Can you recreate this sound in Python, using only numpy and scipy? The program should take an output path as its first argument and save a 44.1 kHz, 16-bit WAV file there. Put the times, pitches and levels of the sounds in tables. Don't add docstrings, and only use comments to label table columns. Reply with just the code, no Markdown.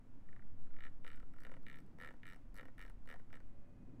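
import sys
import numpy as np
from scipy import signal
from scipy.fft import rfft, irfft, next_fast_len
from scipy.io import wavfile

SR = 44100
rng = np.random.default_rng(int(sys.argv[2]) if len(sys.argv) > 2 else 0)


def int16_out(signal):
    q = np.round(np.clip(np.atleast_2d(signal).T, -1, 1) * 32767)
    wavfile.write(sys.argv[1], SR, q.astype(np.int16))


N = 176400
TIME_S = np.arange(N) / SR
CLICK_SAMPLES = 4096
CLICK_S, CLICK_HZ = np.arange(CLICK_SAMPLES) / SR, np.fft.rfftfreq(CLICK_SAMPLES, 1 / SR)

# (time [s], knob ring [relative dB], spring tick [relative dB], case thud [relative dB])
DETENT_SNAPS = [(0.2877, -65.5, -99, -87), (0.3281, -64.5, -94.0, -82), (0.3628, -64, -85, -80),
                (0.393, -68, -93.0, -85), (0.422, -71.5, -94.0, -84), (0.4663, -89, -100, -91),
                (0.668, -80, -100, -84), (0.7055, -75.5, -99, -82), (0.7393, -72, -97, -95),
                (0.765, -64, -86, -90), (0.7869, -63, -88, -73.0), (0.8062, -57.0, -79, -77),
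                (0.823, -61.5, -85, -93), (0.8376, -54.5, -75.5, -81), (0.8513, -55.5, -74, -71),
                (0.866, -57, -80, -74), (0.8793, -66, -98, -79), (1.0464, -59.5, -77, -64),
                (1.0657, -56.5, -73, -67), (1.078, -54, -68, -71.5), (1.0904, -70, -74, -79),
                (1.1025, -59, -80, -89), (1.1157, -62, -73, -80), (1.131, -63, -77, -90),
                (1.1447, -64, -84, -82), (1.159, -74, -73, -83), (1.1738, -68.5, -93, -74),
                (1.2, -68.5, -77.5, -95), (1.2272, -73, -103, -69), (1.337, -71, -81, -79.5),
                (1.3623, -71, -84, -71.5), (1.3843, -66.5, -78, -75), (1.404, -69, -70.5, -87),
                (1.4192, -69.5, -76, -75), (1.4347, -63.5, -70, -77), (1.4501, -55.5, -73, -63.5),
                (1.467, -60, -84, -64), (1.4944, -66.5, -87, -66), (1.5166, -63, -97, -60.0),
                (1.5397, -62, -83, -67), (1.5669, -68.5, -97, -66), (1.63, -107, -78, -76),
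                (1.6661, -55, -75, -72), (1.6835, -56.5, -73.5, -91), (1.6988, -55, -72, -82),
                (1.7136, -58.5, -79, -81), (1.7286, -62, -75, -70), (1.7428, -59, -83, -73.5),
                (1.757, -62, -73, -77), (1.7709, -64.0, -79, -82), (1.7867, -64.5, -72.5, -71),
                (1.8026, -74, -75, -88), (1.864, -105, -82, -85), (1.9861, -64.5, -77, -64.5),
                (2.0007, -54.5, -73, -77), (2.0124, -53, -71, -63), (2.0227, -54, -71, -71),
                (2.0347, -53, -74, -63), (2.047, -51, -70, -68), (2.0603, -56, -74, -63.5),
                (2.0742, -53.5, -72, -68.5), (2.0883, -54.5, -83, -64.0), (2.1072, -63, -89, -63),
                (2.1384, -75, -91, -69), (2.2326, -56.5, -80, -79), (2.255, -57, -77, -76),
                (2.2672, -58, -69, -85), (2.2784, -56, -74, -80), (2.2881, -60.5, -71, -89),
                (2.3, -59, -72, -83), (2.3111, -61, -75.0, -78), (2.3231, -59.5, -75, -77),
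                (2.333, -62, -71, -70), (2.3451, -65, -77, -78), (2.3603, -70, -73, -69),
                (2.5432, -73, -70, -74), (2.5556, -69, -69.5, -82), (2.565, -63, -66, -72),
                (2.5753, -62, -66, -71), (2.5848, -54.5, -71, -67), (2.5959, -53.5, -81, -63),
                (2.61, -58, -75, -63.5), (2.6299, -62, -81, -64.5), (2.6543, -62.5, -77, -64.5),
                (2.683, -66.5, -91, -65.5), (2.7807, -60, -73, -78), (2.793, -59, -71.5, -69.5),
                (2.8048, -57, -78, -88), (2.8141, -57.5, -67, -74.0), (2.825, -57, -71, -77),
                (2.8363, -63, -76, -87), (2.8507, -60.5, -77, -66), (2.863, -68, -74, -75),
                (2.8794, -65, -80, -77), (2.8981, -66.5, -72, -70), (3.0572, -98, -81, -73.5),
                (3.075, -62, -74, -67.5), (3.0893, -57.5, -71, -69.5), (3.101, -54.5, -72, -62.5),
                (3.1127, -54.5, -71, -67), (3.1255, -56.0, -73, -66), (3.1404, -58.5, -80, -60),
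                (3.1589, -66.5, -91, -66), (3.1968, -70.5, -100, -69), (3.3022, -73, -86, -87),
                (3.3288, -60, -72, -67.5), (3.3409, -58.5, -79.5, -69), (3.3548, -62.5, -72.5, -69),
                (3.369, -64.5, -79, -82), (3.403, -72, -87, -69)]
# (start [s], ring treble gain [dB], ring lows and seat gain [dB])
GRIPS = [(.25, -10, -3.5), (.62, -2, -2), (1.02, 4.5, 3.5), (1.3, -2.5, 0.5), (1.6, -2.5, -9),
         (1.95, -7, -1.5), (2.2, -2, -2), (2.5, -5.5, -1.5), (2.75, -2, -0.5), (3.02, -5.5, -1.5),
         (3.27, -3, -2.5)]
# (frequency [Hz], gain [dB])
KNOB_SPECTRUM = [(500, -45), (1120, -20.5), (1340, -3), (1550, -18.5), (1700, -3), (1850, 0), (2050, -7.5),
                 (2350, -7), (2560, -23), (2920, -11), (3200, -24), (3750, -18), (4300, -34.5), (8000, -72)]
# (frequency [Hz], width [Hz], gain [dB])
SPRING_MODES = [(4310, 340, 1), (5570, 580, 0), (7940, 610, 1), (10680, 910, -4), (12080, 770, -0.5),
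                (13700, 3600, -9.5)]
# (frequency [Hz], width [Hz], gain [dB])
CASE_MODES = [(496, 77, 3), (754, 80, -4), (949, 116, -5)]
# (centre [s], frequency [Hz], half-width [s], level [dB])
MAT_BUMPS = [(0.538, 84, 0.022, -52), (1.198, 32.5, 0.065, -50.5), (2.499, 32, 0.087, -50.5),
             (2.896, 32.8, 0.097, -49)]
# (centre [s], half-width [s], level [dB])
FINGER_RUBS = [(1.07, 0.029, -66), (1.483, 0.063, -70.5), (1.794, 0.32, -65)]
# (frequency [Hz], gain [dB])
RUB_SPECTRUM = [(70, -6), (140, 5.5), (330, -2), (700, -23), (9000, -49)]
# (frequency [Hz], gain [dB])
ROOM_SPECTRUM = [(20, 0), (36, 3), (52, -14.5), (75, -7), (150, -11), (280, -11), (380, -23), (1000, -30.5),
                 (2000, -38), (4000, -50), (7000, -52), (15000, -61)]
# (time [s], level [dB])
RUMBLE_SWELL = [(0.1, -65.5), (3.65, -65), (3.98, -55.5)]
# (frequency [Hz], level before swell [dB])
HUM_TONES = [(114, -73.5), (252, -77)]
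# (time [s], level [dB])
DRIFT_LEVEL = [(0.6, -36), (4, -50)]
# (start [s], length [s], frequency [Hz], level [dB])
WHINE_TONES = [(0.574, 0.21, 4100, -99), (3.3, 1, 2496, -93.5), (3.493, .4, 567.5, -78)]


def knob(slow_gap_s=0.02005, treble_db_per_db=0.17):
    out, snaps, grips = np.zeros(N), np.array(DETENT_SNAPS), np.array(GRIPS)
    spring, case = resonances(SPRING_MODES), resonances(CASE_MODES)
    for (start_s, ring_db, tick_db, thud_db), gap_s in zip(snaps, np.gradient(snaps[:, 0])):
        _, treble_db, lows_db = grips[grips[:, 0] <= start_s][-1]
        slowness = min(gap_s / slow_gap_s, 1)
        hardness_db = treble_db_per_db * (ring_db - snaps[:, 1].mean())
        click = amp(ring_db) * knob_ring(treble_db + hardness_db, lows_db, slowness)
        click += amp(tick_db - 1.5) * snap(spring, t60_s=0.0085, rattle_db=12, energy=180)
        click += amp(thud_db) * snap(case, t60_s=0.03, rattle_db=-1, energy=500)
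        click += amp(lows_db) * seat(slowness, ring_db)
        add_with_reflections(out, start_s, click)
    return out


def knob_ring(treble_db, lows_db, slowness, base_lag_s=0.001097):
    treble, lows = 1 - below(CLICK_HZ, 2150), below(CLICK_HZ, 1550)
    body = minimum_phase(spectrum_db(KNOB_SPECTRUM, CLICK_HZ) + treble_db * treble + lows_db * lows)
    lag_s = base_lag_s * (1 + 1.085 * slowness ** 2) * below(CLICK_HZ, 1709)
    chirp = np.exp(-2j * np.pi * np.cumsum(lag_s) * CLICK_HZ[1])
    return snap(body * chirp, t60_s=0.024, rattle_db=-9, energy=280)


def snap(body, t60_s, rattle_db, energy):
    x = irfft(body * (1 + amp(rattle_db) * rfft(noise_burst(t60_s))))
    return x * np.sqrt(energy) / np.linalg.norm(x)


def seat(slowness, ring_db, mean_hz=1438, t60_s=0.02, attack_s=0.00061, slow_delay_s=0.003336):
    delay_s = slow_delay_s * slowness * rng.uniform(0.913, 1.158)
    age_s = np.maximum(CLICK_S - delay_s, 0)
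    tone = np.sin(2 * np.pi * mean_hz * rng.normal(1, 0.043) * age_s)
    envelope = amp(-60 * age_s / t60_s) * (1 - np.exp(-age_s / attack_s))
    return slowness * amp(-58 + 0.15 * (ring_db + 69)) * tone * envelope


def add_with_reflections(track, start_s, click, wall_s=0.00757, wall_db=-14, echo_s=0.004, echo_db=-14):
    echo = signal.fftconvolve(click, noise_burst(t60_s=0.21))
    for delay_s, x in (0, click), (wall_s, amp(wall_db) * click), (echo_s, amp(echo_db) * echo):
        part = track[round((start_s + delay_s) * SR):][:len(x)]
        part += x[:len(part)]


def hand():
    bumps = sum(amp(db) * bell(centre_s, width_s) * np.sin(2 * np.pi * hz * (TIME_S - centre_s))
                for centre_s, hz, width_s, db in MAT_BUMPS)
    friction = noise(lambda hz: amp(spectrum_db(RUB_SPECTRUM, hz)))
    return bumps + friction * sum(amp(db) * bell(centre_s, width_s) for centre_s, width_s, db in FINGER_RUBS)


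def room(noise_db=-60.5, drift_hz=3.883):
    air = amp(noise_db) * noise(lambda hz: amp(spectrum_db(ROOM_SPECTRUM, hz)) * (hz > 15))
    rumble = filtered(air, lambda hz: below(hz, 560) * hz ** 2 / (hz ** 2 + 125 ** 2))
    hum = sum(amp(db) * wavering_tone(hz, waver_hz=3, depth_rad=1.3) for hz, db in HUM_TONES)
    swell_db = curve(RUMBLE_SWELL)
    drift = amp(curve(DRIFT_LEVEL)) * noise(lambda hz: np.exp(-(hz - drift_hz) ** 2 / 2))
    return air - rumble + amp(swell_db - swell_db.mean()) * (rumble + hum) + drift


def whines():
    out = np.zeros(N)
    for start_s, length_s, hz, db in WHINE_TONES:
        progress = np.clip((TIME_S - start_s) / length_s, 0, 1)
        fade = np.sqrt(np.abs(np.sin(np.pi * progress)))
        out += amp(db) * fade * wavering_tone(hz, waver_hz=20, depth_rad=1)
    return out


def wavering_tone(hz, waver_hz, depth_rad):
    wander_rad = depth_rad * noise(lambda f: np.exp(-f / waver_hz))
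    return unit_rms(np.sin(2 * np.pi * hz * TIME_S + wander_rad))


def resonances(modes):
    jf = 1j * CLICK_HZ
    return sum((-1) ** k * amp(db) * jf * width_hz / (hz ** 2 + jf ** 2 + jf * width_hz)
               for k, (hz, width_hz, db) in enumerate(modes))


def minimum_phase(gain_db):
    cepstrum = irfft(np.log(amp(gain_db)))
    cepstrum[1:CLICK_SAMPLES // 2] *= 2
    cepstrum[CLICK_SAMPLES // 2 + 1:] = 0
    return np.exp(rfft(cepstrum))


def noise_burst(t60_s):
    burst = rng.standard_normal(CLICK_SAMPLES) * amp(-60 * CLICK_S / t60_s)
    return burst / np.linalg.norm(burst)


def noise(response):
    return unit_rms(filtered(rng.standard_normal(N), response))


def filtered(x, response):
    size = next_fast_len(N + SR // 2)
    return irfft(rfft(x, size) * response(np.fft.rfftfreq(size, 1 / SR)), size)[:N]


def below(hz, corner_hz):
    return 1 / (1 + (hz / corner_hz) ** 10)


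def spectrum_db(points, hz):
    points_hz, points_db = np.transpose(points)
    return np.interp(np.log(hz + 1), np.log(points_hz + 1), points_db)


def curve(points):
    return np.interp(TIME_S, *np.transpose(points))


def bell(centre_s, half_width_s):
    return np.exp(-((TIME_S - centre_s) / half_width_s) ** 2)


def unit_rms(x):
    return x / np.sqrt(np.mean(x ** 2) + 1e-20)


def amp(db):
    return 10 ** (np.asarray(db) / 20)


def scene():
    return (knob() + hand() + room() + whines())[None]


def record(dry):
    return filtered(dry[0], lambda hz: hz < 15830)[None]


dry = scene()
out = record(dry)
int16_out(out)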